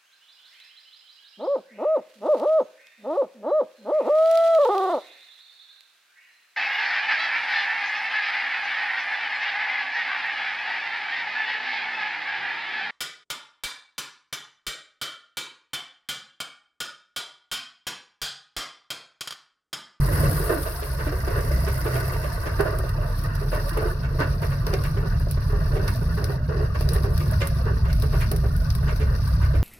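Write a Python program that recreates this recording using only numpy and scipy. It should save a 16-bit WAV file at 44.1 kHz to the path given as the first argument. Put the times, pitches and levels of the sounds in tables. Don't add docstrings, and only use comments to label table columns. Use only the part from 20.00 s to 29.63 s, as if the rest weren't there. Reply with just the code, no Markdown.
import sys
import numpy as np
from scipy import signal
from scipy.fft import rfft, irfft
from scipy.io import wavfile
from scipy.ndimage import uniform_filter1d

SR = 44100
rng = np.random.default_rng(int(sys.argv[2]) if len(sys.argv) > 2 else 0)


def put_to_file(sound):
    columns = np.atleast_2d(sound).T
    safe = np.clip(columns, -1, 1)
    whole_steps = np.round(safe * 32767)
    wavfile.write(sys.argv[1], SR, whole_steps.astype(np.int16))


N = 424683

# time in seconds, relative level in dB, patter and spatter trims
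# in dB, the panel's note in Hz, its trim in dB, rough time from first drop to thickest in seconds.
ROOF_CLUMPS = [(0.229, -33.5, -17, -20, 558, -6, .01), (0.297, -42, -22, -33, 297, -5, 0.01),
               (0.392, -35, -19, -29, 377, -7.5, 0.009), (0.496, -22.5, -9.5, -34, 372, -12, 0.0054),
               (.519, -27, -7, -29, 331, -9, 0.0069), (0.559, -37.5, -2.5, -24, 288, -3.5, 0.012),
               (0.655, -35.5, -1.5, -20, 632, -12, .01), (0.82, -36, -11, -14, 415, -10.5, 0.0086),
               (0.99, -36.5, 0, -14, 542, -23, 0.013), (1.06, -38.5, -5, -12.5, 295, -0.5, 0.014),
               (1.12, -34.5, -6, -33, 376, -10, 0.0084), (1.272, -29, -10, -23, 392, -13.5, 0.0065),
               (1.375, -34, -15, -21, 435, -13, 0.011), (1.51, -34.5, -12, -34, 598, -12.5, 0.0022),
               (1.668, -37.5, -1, -9, 396, -3, 0.0095), (1.852, -28.5, -8.5, -20, 437, -11, .01),
               (1.944, -34, -8, -12, 402, -8, 0.013), (2.136, -36.5, -24, -18, 436, -10, 0.0073),
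               (2.232, -46.5, -19, -3, 637.5, -1, .01), (2.459, -32, -5, -16, 431, -13, 0.011),
               (2.591, -25, -4.5, -28, 404, -5.5, 0.0092), (2.654, -30.5, -4, -35, 628, -7.5, .01),
               (2.717, -34, -9, -34, 370, -12, 0.011), (2.788, -40, -23, -40, 370, -4, 0.00996),
               (2.835, -35, -17, -32, 398, -13, 0.0058), (2.98, -47, -17, -30, 605, 1, .008),
               (3.018, -44.5, 2, -25, 598, -5.5, .009), (3.245, -41.5, -8, -23, 448.5, -23, 0.009),
               (3.52, -30.5, -5, -18, 604.4, -6.5, .016), (3.765, -29, -11, -19.5, 433, -5.5, 0.011),
               (3.82, -30, -24, -30, 428.3, -13, .006), (3.854, -33, -9, -30, 362, -8, 0.0031),
               (4.03, -50, 7, -1.5, 463, -5, 0.016), (4.194, -26.5, -1, -20, 278.6, -15, 0.017),
               (4.422, -32, -5, -17.5, 419, -23, 0.0093), (4.51, -46.5, 6.5, -7, 560, -5, 0.01),
               (4.666, -39, -4, -16, 444, -10.5, 0.0043), (4.73, -29, -14, -15.5, 389, -6, 0.0082),
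               (4.838, -49.5, 9, 2, 590, -4, 0.011), (4.968, -44.5, -1, -9, 406.3, 2.5, 0.0065),
               (5.02, -44, -8, -30, 405, -6, .005), (5.047, -42.5, -11, -31, 393.6, -4, 0.0082),
               (5.2, -44, -4, -36, 586, -12, 0.0029), (5.269, -37, -16, -38, 609, -24, 0.0018),
               (5.373, -40.5, -5, -21, 490, -22, 0.002), (5.416, -48, 4, -20, 427, -23, 0.0017),
               (5.526, -41, -3, -35, 414, 1.5, 0.0095), (5.755, -32, -26, -17.5, 394, -5, .012),
               (5.79, -45, -19, -30, 420, 0, 0.0083), (5.877, -41.5, 4.5, -7, 404, -11, 0.0042),
               (6.015, -36.5, -22, -25, 416.4, -17, 0.0067), (6.173, -42.5, 3.5, -20, 417, -1, 0.0077),
               (6.22, -50, -12, -33, 403.5, 4, .007), (6.29, -35.5, -5, -27, 401, -5, 0.011),
               (6.494, -38.5, -11, -40, 421, -10, 0.014), (6.595, -39, -9, -36, 398, -3.5, .006),
               (6.639, -49, -4, -24, 404, -6, 0.0063), (6.748, -39.5, 1, -11.5, 604, -12, 0.006),
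               (6.808, -37, -8, -18, 608, -9, 0.0021), (6.949, -35, -6, -21, 397.4, -5.5, 0.0084),
               (7.038, -36.5, -4, -22, 402.5, -1.5, 0.0073), (7.198, -40, -29, -9.5, 345, -6.5, 0.0091),
               (7.315, -44, 5, -20, 628, -3, 0.011), (7.408, -34.5, -2, -3.5, 554, -4.5, .011),
               (7.656, -37, 0, -29, 406, -2.5, 0.014), (7.767, -47, -5, -27, 448, -10, 0.0015),
               (7.851, -56, 11, 3, 403, 3, 0.0054), (7.885, -55, 9, 6, 422, -8, 0.016),
               (8.026, -35.5, -7, -21, 427.5, -9.5, 0.0072), (8.128, -33.5, -5, -18, 405, -8, 0.013),
               (8.203, -50, 12, 8, 441, -16, 0.013), (8.314, -32, -14, -24, 403, -9, .005),
               (8.435, -37.5, -7, -22, 405, -4.5, .012), (8.651, -58, 8, -20, 561, 1, .015),
               (8.828, -44.5, -0.5, -25, 444, -14, 0.0045), (8.877, -39, -2, -6, 605, -11, .014),
               (9.0, -35, -9, -12, 435, -9, 0.015), (9.245, -55, -11, -25, 420, -8, 0.012),
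               (9.415, -50.5, 11.5, 1, 352.3, -7, .018), (9.536, -34.5, -13, -17, 304, -11, 0.014)]
# pitch in Hz, trim in dB, time to fall 60 dB in seconds.
SPATTER_MODES = [(1470, -14, 0.17), (2150, -13.5, 0.22), (2330, -13, 0.14), (2710, -17, 0.17)]
# start and length in seconds, drumming and patter gains in dB.
ROOF_SHEETS = [(.13, .14, -40, -31), (0.415, 0.067, -31, -36), (1.31, 0.095, -31.5, -34),
               (1.443, 0.047, -36, -41), (1.882, 0.16, -34, -39), (2.61, 0.13, -37, -42),
               (3.292, 0.14, -57, -39.5), (3.421, 0.068, -37, -47), (3.558, 0.053, -34, -33),
               (4.114, 0.062, -38, -56), (4.333, 0.065, -44, -53), (4.464, .05, -48, -40),
               (4.672, 0.056, -33.5, -38), (4.968, .11, -38, -40), (5.11, .06, -47, -39.5),
               (5.503, .17, -40, -40), (5.722, .15, -34, -39.5), (6.098, 0.033, -45, -43.5),
               (6.2, 0.16, -34.5, -45), (6.496, .17, -30.5, -37.5), (6.857, .07, -32.5, -45),
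               (6.931, 0.06, -40, -35.5), (7.06, 0.074, -32.5, -54), (7.24, .06, -39, -44),
               (7.423, 0.054, -49, -37.5), (7.67, 0.061, -31.5, -45), (8.175, 0.072, -43, -40),
               (8.87, .06, -33, -37), (9.073, .09, -43.5, -37)]
# time in seconds, relative level in dB.
ROOF_RAIN = [(0, -37), (.35, -37.5), (.75, -43), (1.22, -42.5), (1.6, -40.5), (2.05, -39), (2.35, -38.5),
             (2.9, -42), (3.2, -43.5), (3.5, -46), (3.78, -36.5), (3.98, -44), (4.3, -42.5), (4.6, -44),
             (4.9, -43.5), (5.25, -49.5), (5.8, -43.5), (6.2, -45.5), (6.44, -48), (6.8, -46), (7.1, -45),
             (7.6, -43.5), (8.1, -47.5), (9.63, -44.5)]
# time in seconds, relative level in dB, trim of the pane's ring in dB,
# left minus right in dB.
GLASS_TICKS = [(2.569, -50, -16, 2), (2.608, -26.5, -22, 3), (2.787, -26.5, -30, -1),
               (2.892, -37.5, -13, 16), (3.237, -32, -29, -7), (3.353, -33.5, -14, -8), (3.502, -48, -2, 3),
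               (3.549, -32.5, -14, -9), (3.693, -28, -11, -6), (3.773, -28, -21, -3), (4.202, -37, -3, -2),
               (4.419, -34, -20, 3), (4.667, -29.5, -3.5, 1), (4.738, -31.5, 1, 4), (4.838, -31, -14, 6),
               (5.198, -36, -30, 1), (5.311, -23, -19, 0), (5.879, -27, -6, -2), (6.242, -27.5, -4.5, 5),
               (6.809, -30.5, -12, 7), (6.889, -26.5, -3.5, 6), (6.934, -24.5, -25, 0),
               (7.034, -39, -4, 12), (7.178, -28, -9, 3), (7.311, -29.5, -28, -6), (7.472, -22, -17, -3),
               (7.929, -32, -5, 5), (7.999, -34, -12, 8), (8.022, -28, -9, 6), (8.209, -33, -17, -6),
               (8.315, -20.5, -14.5, 1), (8.362, -28.5, -12.5, 7), (8.564, -33, -23, 9),
               (8.703, -34, 1.5, 0), (8.751, -29, -10, 8), (8.961, -50, 7, 14), (9.151, -45, 1, 7),
               (9.276, -36, -8, 6)]
# time in seconds, strength in dB.
GLASS_RAIN = [(0, -49), (.15, -46), (.5, -46), (.8, -48.5), (1.2, -51), (1.4, -49.5), (2, -47), (2.5, -50),
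              (2.95, -52), (3.4, -50.5), (3.75, -48), (4.05, -53), (4.33, -50.5), (4.6, -50.5),
              (4.91, -49.5), (5.12, -52.5), (5.39, -51.5), (5.67, -50), (5.9, -48.5), (6.15, -48.5),
              (6.4, -57), (6.6, -52), (6.96, -50.5), (7.15, -49), (7.35, -49.5), (7.65, -51), (7.9, -51),
              (8.14, -50.5), (8.6, -51.5), (8.95, -50.5), (9.63, -51)]
# peak time and half length in seconds, added dB.
GUST_SPURTS = [(2.33, 0.02, 2), (3.1, 0.029, 2.5), (3.179, 0.027, 4), (3.546, 0.029, 2), (3.68, 0.061, 1),
               (3.889, 0.035, 3), (4.2, 0.025, 2.5), (4.46, 0.024, 3), (4.694, .025, 3), (5.499, .025, 3),
               (6.333, 0.057, 6.5), (6.94, .04, 5.5), (7.225, 0.023, 3.5), (7.395, .04, 0),
               (7.773, 0.027, -0.5), (8.04, .04, 0.5), (8.215, 0.055, 5.5), (8.603, .025, 2),
               (9.22, 0.036, 1.5)]
# time when nearest and half length in seconds, roar and splash in dB.
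PASSING_VEHICLES = [(.2, 0.26, -33, -46.5), (1.75, 0.84, -49.5, -47)]
# time in seconds, relative levels of body rumble and cabin boom in dB.
ROAD_LEVELS = [(0, -36, -28.5), (.25, -21, -19), (.5, -30, -34.5), (.86, -31, -39), (.95, -26, -33.5),
               (1.5, -22.5, -26), (1.8, -27.5, -32), (2.7, -26.5, -31.5), (3.2, -29, -27.5),
               (3.95, -27, -30), (4.25, -24.5, -25.5), (4.8, -27, -26), (5.6, -21.5, -24.5),
               (6, -27, -24.5), (6.75, -25, -26.5), (7, -20.5, -22.5), (7.4, -28.5, -24),
               (7.8, -20.5, -23.5), (9.63, -19.5, -25)]
# time in seconds, firing rate in Hz, relative levels of multiples 2, 3 and 4 in dB.
ENGINE_ORDERS = [(0, 34.3, -33, -26, -15.5), (.3, 33.66, -42, -34, -47), (.7, 34, -34, -47, -40),
                 (1.2, 33.28, -45, -45, -31), (1.5, 33.4, -19.5, -38, -43), (1.95, 31.34, -45, -36, -24),
                 (2.3, 33.3, -30, -30.5, -36.5), (3.2, 34.28, -34, -32.5, -29.5), (4, 34.29, -55, -53, -31),
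                 (5.1, 34.05, -55, -34, -30), (6.2, 33.4, -25.5, -44, -33), (6.7, 33.4, -30, -36, -30.5),
                 (7.05, 33.08, -26, -38, -30.5), (7.42, 31.8, -23, -18.5, -34), (7.9, 32.95, -30, -41, -42),
                 (8.7, 33.69, -40, -34, -28), (9.2, 33.32, -26, -29, -33.5), (9.63, 32.02, -21, -22.5, -33)]
# time in seconds, pitch in Hz, relative level in dB.
BODY_SHUDDER = [(0, 47.56, -26), (.6, 42.54, -38), (1.3, 36.93, -47), (2.6, 36.9, -38.5), (3, 39.12, -31.5),
                (3.85, 39.5, -29.5), (4.05, 42.94, -46), (4.25, 45.3, -29), (4.8, 38.83, -38),
                (5.2, 38.49, -27), (5.7, 36.1, -33), (6.3, 38.71, -34), (9.63, 38.58, -43)]

# frequency in Hz, relative level in dB.
ROOF_THUD = [(120, -6.5), (250, -23.5), (310, -4), (395, -2), (450, 2), (515, -3), (612, -2), (700, -6.5),
             (790, -25.5), (1200, -17.5), (3000, -72.5)]
ROOF_PATTER = [(500, -7.5), (770, -15), (900, 4), (1050, 4), (1178, 7.5), (1330, -2), (1494, 9),
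               (1600, 2.5), (1850, 1.5), (2350, -22), (2720, -7), (3150, -27), (4800, -17.5), (7000, -44),
               (16000, -47)]
ROOF_SPATTER = [(1300, -17), (1850, 14.5), (2300, 6.5), (2700, 11), (3150, 5), (4800, 0), (7000, -7),
                (16000, -23)]
ROOF_DRIP = [(120, -26.5), (250, -17), (310, -4), (385, -3), (445, -8.5), (520, -3.5), (615, 0), (690, -3),
             (790, -16), (1200, -33), (3000, -74)]
ROOF_DRUM = [(120, -27), (255, -27.5), (330, -5), (410, -1), (450, 0), (495, -6.5), (640, -9), (750, -18),
             (1200, -49), (3000, -73)]
CABIN_HOLLOW = [(250, -37.5), (340, 2), (390, -5), (435, -0.5), (500, -2), (600, -1), (780, -30),
                (930, -27), (1320, -5), (1490, -6), (1700, -26), (2720, -11), (3500, -37)]
GLASS_PANE = [(1500, 1), (2700, 1.5), (3200, -5.5), (3900, 8), (5050, 11), (5800, 7.5), (6600, -9),
              (7400, -40), (9000, -5.5), (16000, -48)]
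GLASS_SPRAY = [(4000, -8), (7300, -14), (8500, -1.5), (9500, 2), (10600, 6), (11900, 0), (12500, 2.5),
               (14000, 2), (16000, -5.5)]
TRAFFIC_ROAR = [(100, -13), (160, 11.5), (230, -12.5), (330, 1), (500, 0.5), (800, -19), (2000, -89)]
TYRE_SPLASH = [(800, -13), (1500, -8), (2000, 12.5), (2400, -9), (2750, 1), (3300, -21), (5000, 2),
               (7300, -14), (10000, -7), (16000, -13)]
BODY_RUMBLE = [(12, -22.5), (22, -14.5), (32, -3.5), (41, -0.5), (52, -0.5), (66, 1), (78, -3.5),
               (100, -24.5), (200, -87.5)]
CABIN_BOOM = [(55, -22.5), (80, -4), (97, 2.5), (118, -2.5), (140, -0.5), (160, -3), (182, -16.5),
              (230, -19), (300, -29.5), (600, -102)]

# frequency in Hz, gain of the side signal in dB.
MIC_WIDTH = [(25, -26), (60, -23.5), (140, -22.5), (380, -8), (700, -4), (1290, -1), (2380, 0)]
# frequency in Hz, left minus right in dB.
MIC_BALANCE = [(150, -0.5), (380, -4.5), (700, -7), (1290, 3), (2380, -6), (4400, 7.5), (8120, -1),
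               (15000, 5)]

OVERTONE_RATIO, OVERTONE_DB = 1.9, -15
PATTER_LAG = 1.3
SHEET_RISE_S, SHEET_FALL_S = 0.014, 0.02
FLURRY_RISE_S, FLURRY_FALL_S = 0.0041, 0.037
HOLLOW_DB, HOLLOW_T60_S = -10, 0.35
USUAL_RAIN_DB, PANE_DB, SPRAY_DB = -50.5, -54.5, -57
SPRAY_GROWTH = 1.96
MIST_DB, MIST_FADE_S = 8.5, 2.78


def roof_clumps():
    out = np.zeros((2, N))
    for s, db, patter_db, spatter_db, note_hz, note_db, spread in ROOF_CLUMPS:
        thud = clump(ROOF_THUD, spread, t60=0.025, tail_db=-8, tail_t60=0.36)
        patter = clump(ROOF_PATTER, PATTER_LAG * spread, t60=0.07, tail_db=-4, tail_t60=0.3)
        spatter = clump(ROOF_SPATTER, spread, t60=0.052, tail_db=-10, tail_t60=0.34)
        water = undb(-1.5) * thud + undb(patter_db) * patter + undb(spatter_db) * spatter
        add(out, undb(db - 9.5) * water, s - .002)
        for hz, mode_db in (note_hz, 0), (OVERTONE_RATIO * note_hz, OVERTONE_DB):
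            note = unit(ping(hz, t60=.2))
            add(out, undb(db + note_db + mode_db - 0.56) * note, s + 0.584 * spread)
        for hz, mode_db, t60 in SPATTER_MODES:
            ring_hz = hz * (1 + 0.012 * rng.standard_normal())
            add(out, undb(db + spatter_db + mode_db) * unit(ping(ring_hz, t60)), s + spread)
    return out


def roof_sheets():
    t = np.arange(N) / SR
    drumming = shower(ROOF_DRUM, per_s=300, scatter_db=3, t60=.07, tail_db=-9, tail_t60=.2)
    plops = pings(ROOF_DRUM, low_hz=340, high_hz=640, scatter_db=3, t60=.12, count=900)
    patter = shower(ROOF_PATTER, per_s=700, scatter_db=4, t60=.05, tail_db=-8, tail_t60=.2)
    drum_gain, patter_gain = np.zeros((2, N))
    for start, length, drum_db, patter_db in ROOF_SHEETS:
        end = start + length
        corners = [start - SHEET_RISE_S, start, end, end + SHEET_FALL_S]
        flow = np.interp(t, corners, [0.0043, 0.61, 0.52, 0.00024])
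        drum_gain += undb(drum_db) * flow
        patter_gain += undb(patter_db) * flow
    return drum_gain * unit(drumming + plops) + patter_gain * patter


def cabin_ring(x):
    t = np.arange(SR // 2) / SR
    build_up = 1 - np.exp(-t / 0.024)
    tail = rng.standard_normal((2, len(t))) * undb(-60 * t / HOLLOW_T60_S) * build_up
    tail = colour(tail / np.sqrt(np.sum(tail ** 2) / 2), CABIN_HOLLOW)
    return x + undb(HOLLOW_DB) * signal.oaconvolve(x, tail, axes=1)[:, :N]


def roof_rain():
    roof_db = curves(ROOF_RAIN)[0] + 1.5 * flurries(ROOF_CLUMPS) + 1.2 * walk(20)
    thud = shower(ROOF_DRIP, per_s=160, scatter_db=2.5, t60=0.074, tail_db=-22, tail_t60=0.1)
    patter = shower(ROOF_PATTER, per_s=480, scatter_db=-1, t60=0.054, tail_db=-5, tail_t60=0.21)
    knocks = pings(ROOF_DRIP, low_hz=257, high_hz=758, scatter_db=-7, t60=0.11, count=380)
    taps = pings(ROOF_PATTER, low_hz=780, high_hz=3000, scatter_db=10, t60=.085, count=1900)
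    return undb(roof_db) * (undb(-5) * (thud + knocks) + undb(-4) * (patter + taps))


def glass_ticks():
    out = np.zeros((2, N))
    for s, db, pane_db, pan_db in GLASS_TICKS:
        fizz = crack(GLASS_SPRAY, snap_t60=.013, ring_db=-7, tail_db=-15)
        knock = clump(ROOF_PATTER, spread=.0008, t60=.04, tail_db=-16, tail_t60=.11)
        pane = crack(GLASS_PANE, snap_t60=.008, ring_db=-9, tail_db=-20) + undb(-9) * knock
        mid, side = undb(db - 27.5) * (fizz + undb(pane_db + 6.5) * pane)
        pan = undb(np.array([[pan_db], [-pan_db]]) / 2)
        add(out, np.array([mid + side, mid - side]) * pan, s)
    return out


def glass_rain():
    t = np.arange(N) / SR
    spurts_db = sum(db * np.exp(-((t - s) / half_s) ** 2) for s, half_s, db in GUST_SPURTS)
    strength_db = curves(GLASS_RAIN)[0] - USUAL_RAIN_DB + spurts_db
    flicker = walk(26)
    flurry = .75 * flurries(GLASS_TICKS) + .25 * flurries(ROOF_CLUMPS)
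    mist = np.exp(-(t / MIST_FADE_S) ** 2)
    glass_db = PANE_DB + strength_db + 1.5 * flurry + (1 - mist) * 1.8 * flicker
    spray_db = SPRAY_DB + SPRAY_GROWTH * strength_db + MIST_DB * mist
    spray_db += (1 - mist) * (3.5 * flurry + 2 * flicker)
    glass = shower(GLASS_PANE, per_s=900, scatter_db=6, t60=0.031, tail_db=8, tail_t60=0.05)
    spray = shower(GLASS_SPRAY, per_s=720, scatter_db=5.5, t60=0.025, tail_db=12, tail_t60=0.08)
    droplets = pings(GLASS_PANE, low_hz=2400, high_hz=6500, scatter_db=9, t60=.03, count=3000)
    fizz = pings(GLASS_SPRAY, low_hz=7000, high_hz=15500, scatter_db=8, t60=.025, count=5000)
    return undb(glass_db) * (glass + .5 * droplets) + undb(spray_db) * (spray + .5 * fizz)


def flurries(events):
    t = np.arange(N) / SR
    starts = np.sort([row[0] for row in events])
    landed = np.searchsorted(starts, t)
    since = t - np.r_[-np.inf, starts][landed]
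    until = np.r_[starts, np.inf][landed] - t
    return np.maximum(np.exp(-(since / FLURRY_FALL_S) ** 2), np.exp(-until / FLURRY_RISE_S))


def blow_fade(t, t60, tail_db, tail_t60):
    return undb(-60 * t / t60) + undb(tail_db - 60 * t / tail_t60)


def clump(spectrum, spread, t60, tail_db, tail_t60, count=6):
    t = np.arange(SR // 3) / SR
    power = np.zeros(len(t))
    one_drop = blow_fade(t, t60, tail_db, tail_t60) ** 2
    for delay in np.linspace(0, 2, count) * rng.uniform(0.61, 1.3, count):
        start = min(int(delay * spread * SR), SR // 8)
        power[start:] += undb(-7 * abs(delay - 1)) * one_drop[:len(t) - start]
    return unit(colour(rng.standard_normal((2, len(t))) * np.sqrt(power), spectrum))


def shower(spectrum, per_s, scatter_db, t60, tail_db, tail_t60, spots=6):
    fade = blow_fade(np.arange(SR // 3) / SR, t60, tail_db, tail_t60)
    out = 0
    for _ in range(spots):
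        ring = colour(rng.standard_normal((2, len(fade))) * fade, spectrum)
        ring /= np.sqrt(np.sum(ring ** 2) / 2)
        lands = rng.random(N) < per_s / spots / SR
        sizes = undb(scatter_db * np.clip(rng.standard_normal(N), -2, 2)) * rng.choice([-1, 1], N)
        out = out + signal.oaconvolve((lands * sizes)[None], ring, axes=1)[:, :N]
    return unit(out)


def crack(spectrum, snap_t60, ring_db, tail_db):
    t = np.arange(SR // 3) / SR
    fade = blow_fade(t, snap_t60, tail_db, tail_t60=.17) + undb(ring_db - 60 * t / .05)
    return unit(colour(rng.standard_normal((2, len(t))) * fade, spectrum))


def ping(hz, t60):
    t = np.arange(int(min(t60, .3) * SR)) / SR
    phase = np.array([[0], [rng.uniform(0, 2 * np.pi)]])
    attack = 1 - np.exp(-t / 0.000097)
    return np.sin(2 * np.pi * hz * t + phase) * undb(-60 * t / t60) * attack


def pings(spectrum, low_hz, high_hz, scatter_db, t60, count):
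    out = np.zeros((2, N))
    for when, note, size in rng.random((count, 3)):
        hz = low_hz * (high_hz / low_hz) ** note
        add(out, undb(scatter_db * size ** 2) * ping(hz, t60), when * N / SR)
    return unit(colour(out, spectrum))


def traffic():
    t = np.arange(N) / SR
    roar = unit(colour(rng.standard_normal((2, N)), TRAFFIC_ROAR))
    splash = shower(TYRE_SPLASH, per_s=1500, scatter_db=14, t60=0.025, tail_db=-4, tail_t60=0.13, spots=3)
    out = 0
    for s, half_s, roar_db, splash_db in PASSING_VEHICLES:
        nearness = np.exp(-((t - s) / half_s) ** 2)
        out = out + nearness * (undb(roar_db) * roar + undb(splash_db) * splash)
    return out


def road_rumble():
    road_db, boom_db = curves(ROAD_LEVELS)
    body = drone(BODY_RUMBLE, evenness=0.41)
    air = drone(CABIN_BOOM, evenness=1)
    return undb(road_db - 2.5) * body + undb(boom_db - 1) * air


def engine():
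    firing_hz, *orders_db = curves(ENGINE_ORDERS)
    return sum(hum(order * firing_hz, db - 3.5, waver=0.0114, throb_db=1.5)
               for order, db in enumerate(orders_db, 2))


def body_shudder():
    hz, db = curves(BODY_SHUDDER)
    return hum(hz, db + 2, waver=0.035, throb_db=1)


def drone(spectrum, evenness):
    shaking = colour(rng.standard_normal((2, N)), spectrum)
    power = uniform_filter1d(uniform_filter1d(shaking ** 2, SR // 10), SR // 16)
    return unit(shaking / (np.abs(power) + 1e-12) ** (evenness / 2))


def hum(hz, db, waver, throb_db):
    phase = 2 * np.pi * np.cumsum(hz * (1 + waver * walk(8))) / SR
    return undb(db + throb_db * walk(9.1)) * unit(np.sin(phase))


def walk(per_s):
    return np.interp(np.arange(N) / SR * per_s, np.arange(256), rng.standard_normal(256))


def undb(db):
    return 10 ** (np.asarray(db) / 20)


def unit(x):
    return x / np.sqrt(np.mean(x ** 2))


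def curves(table):
    s, *columns = np.transpose(table)
    return [np.interp(np.arange(N) / SR, s, column) for column in columns]


def colour(x, spectrum):
    size = 8192
    hz, db = np.transpose(spectrum)
    log_hz = np.log(np.fft.rfftfreq(size, 1 / SR) + 1)
    log_gain = np.log(undb(np.interp(log_hz, np.log(hz), db)))
    cepstrum = irfft(log_gain)[:size // 2]
    cepstrum[1:] *= 2
    response = irfft(np.exp(rfft(cepstrum, size)))[:size // 2]
    return signal.fftconvolve(x, response[None], axes=1)[:, :x.shape[1]]


def add(out, sound, s):
    start = max(int(s * SR), 0)
    out[:, start:start + sound.shape[1]] += sound[:, :N - start]


def scene():
    roof = cabin_ring(roof_clumps() + roof_sheets()) + roof_rain()
    mid, side = roof + glass_rain() + traffic() + road_rumble()
    mid = mid + engine() + body_shudder()
    side = colour(side[None], MIC_WIDTH)
    left = colour(mid + side, [(hz, db / 2) for hz, db in MIC_BALANCE])
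    right = colour(mid - side, [(hz, -db / 2) for hz, db in MIC_BALANCE])
    return np.vstack([left, right]) + glass_ticks()


def record(dry):
    return signal.sosfilt(signal.ellip(10, .2, 70, 15800, fs=SR, output="sos"), dry)


dry = scene()
out = record(dry)
put_to_file(out)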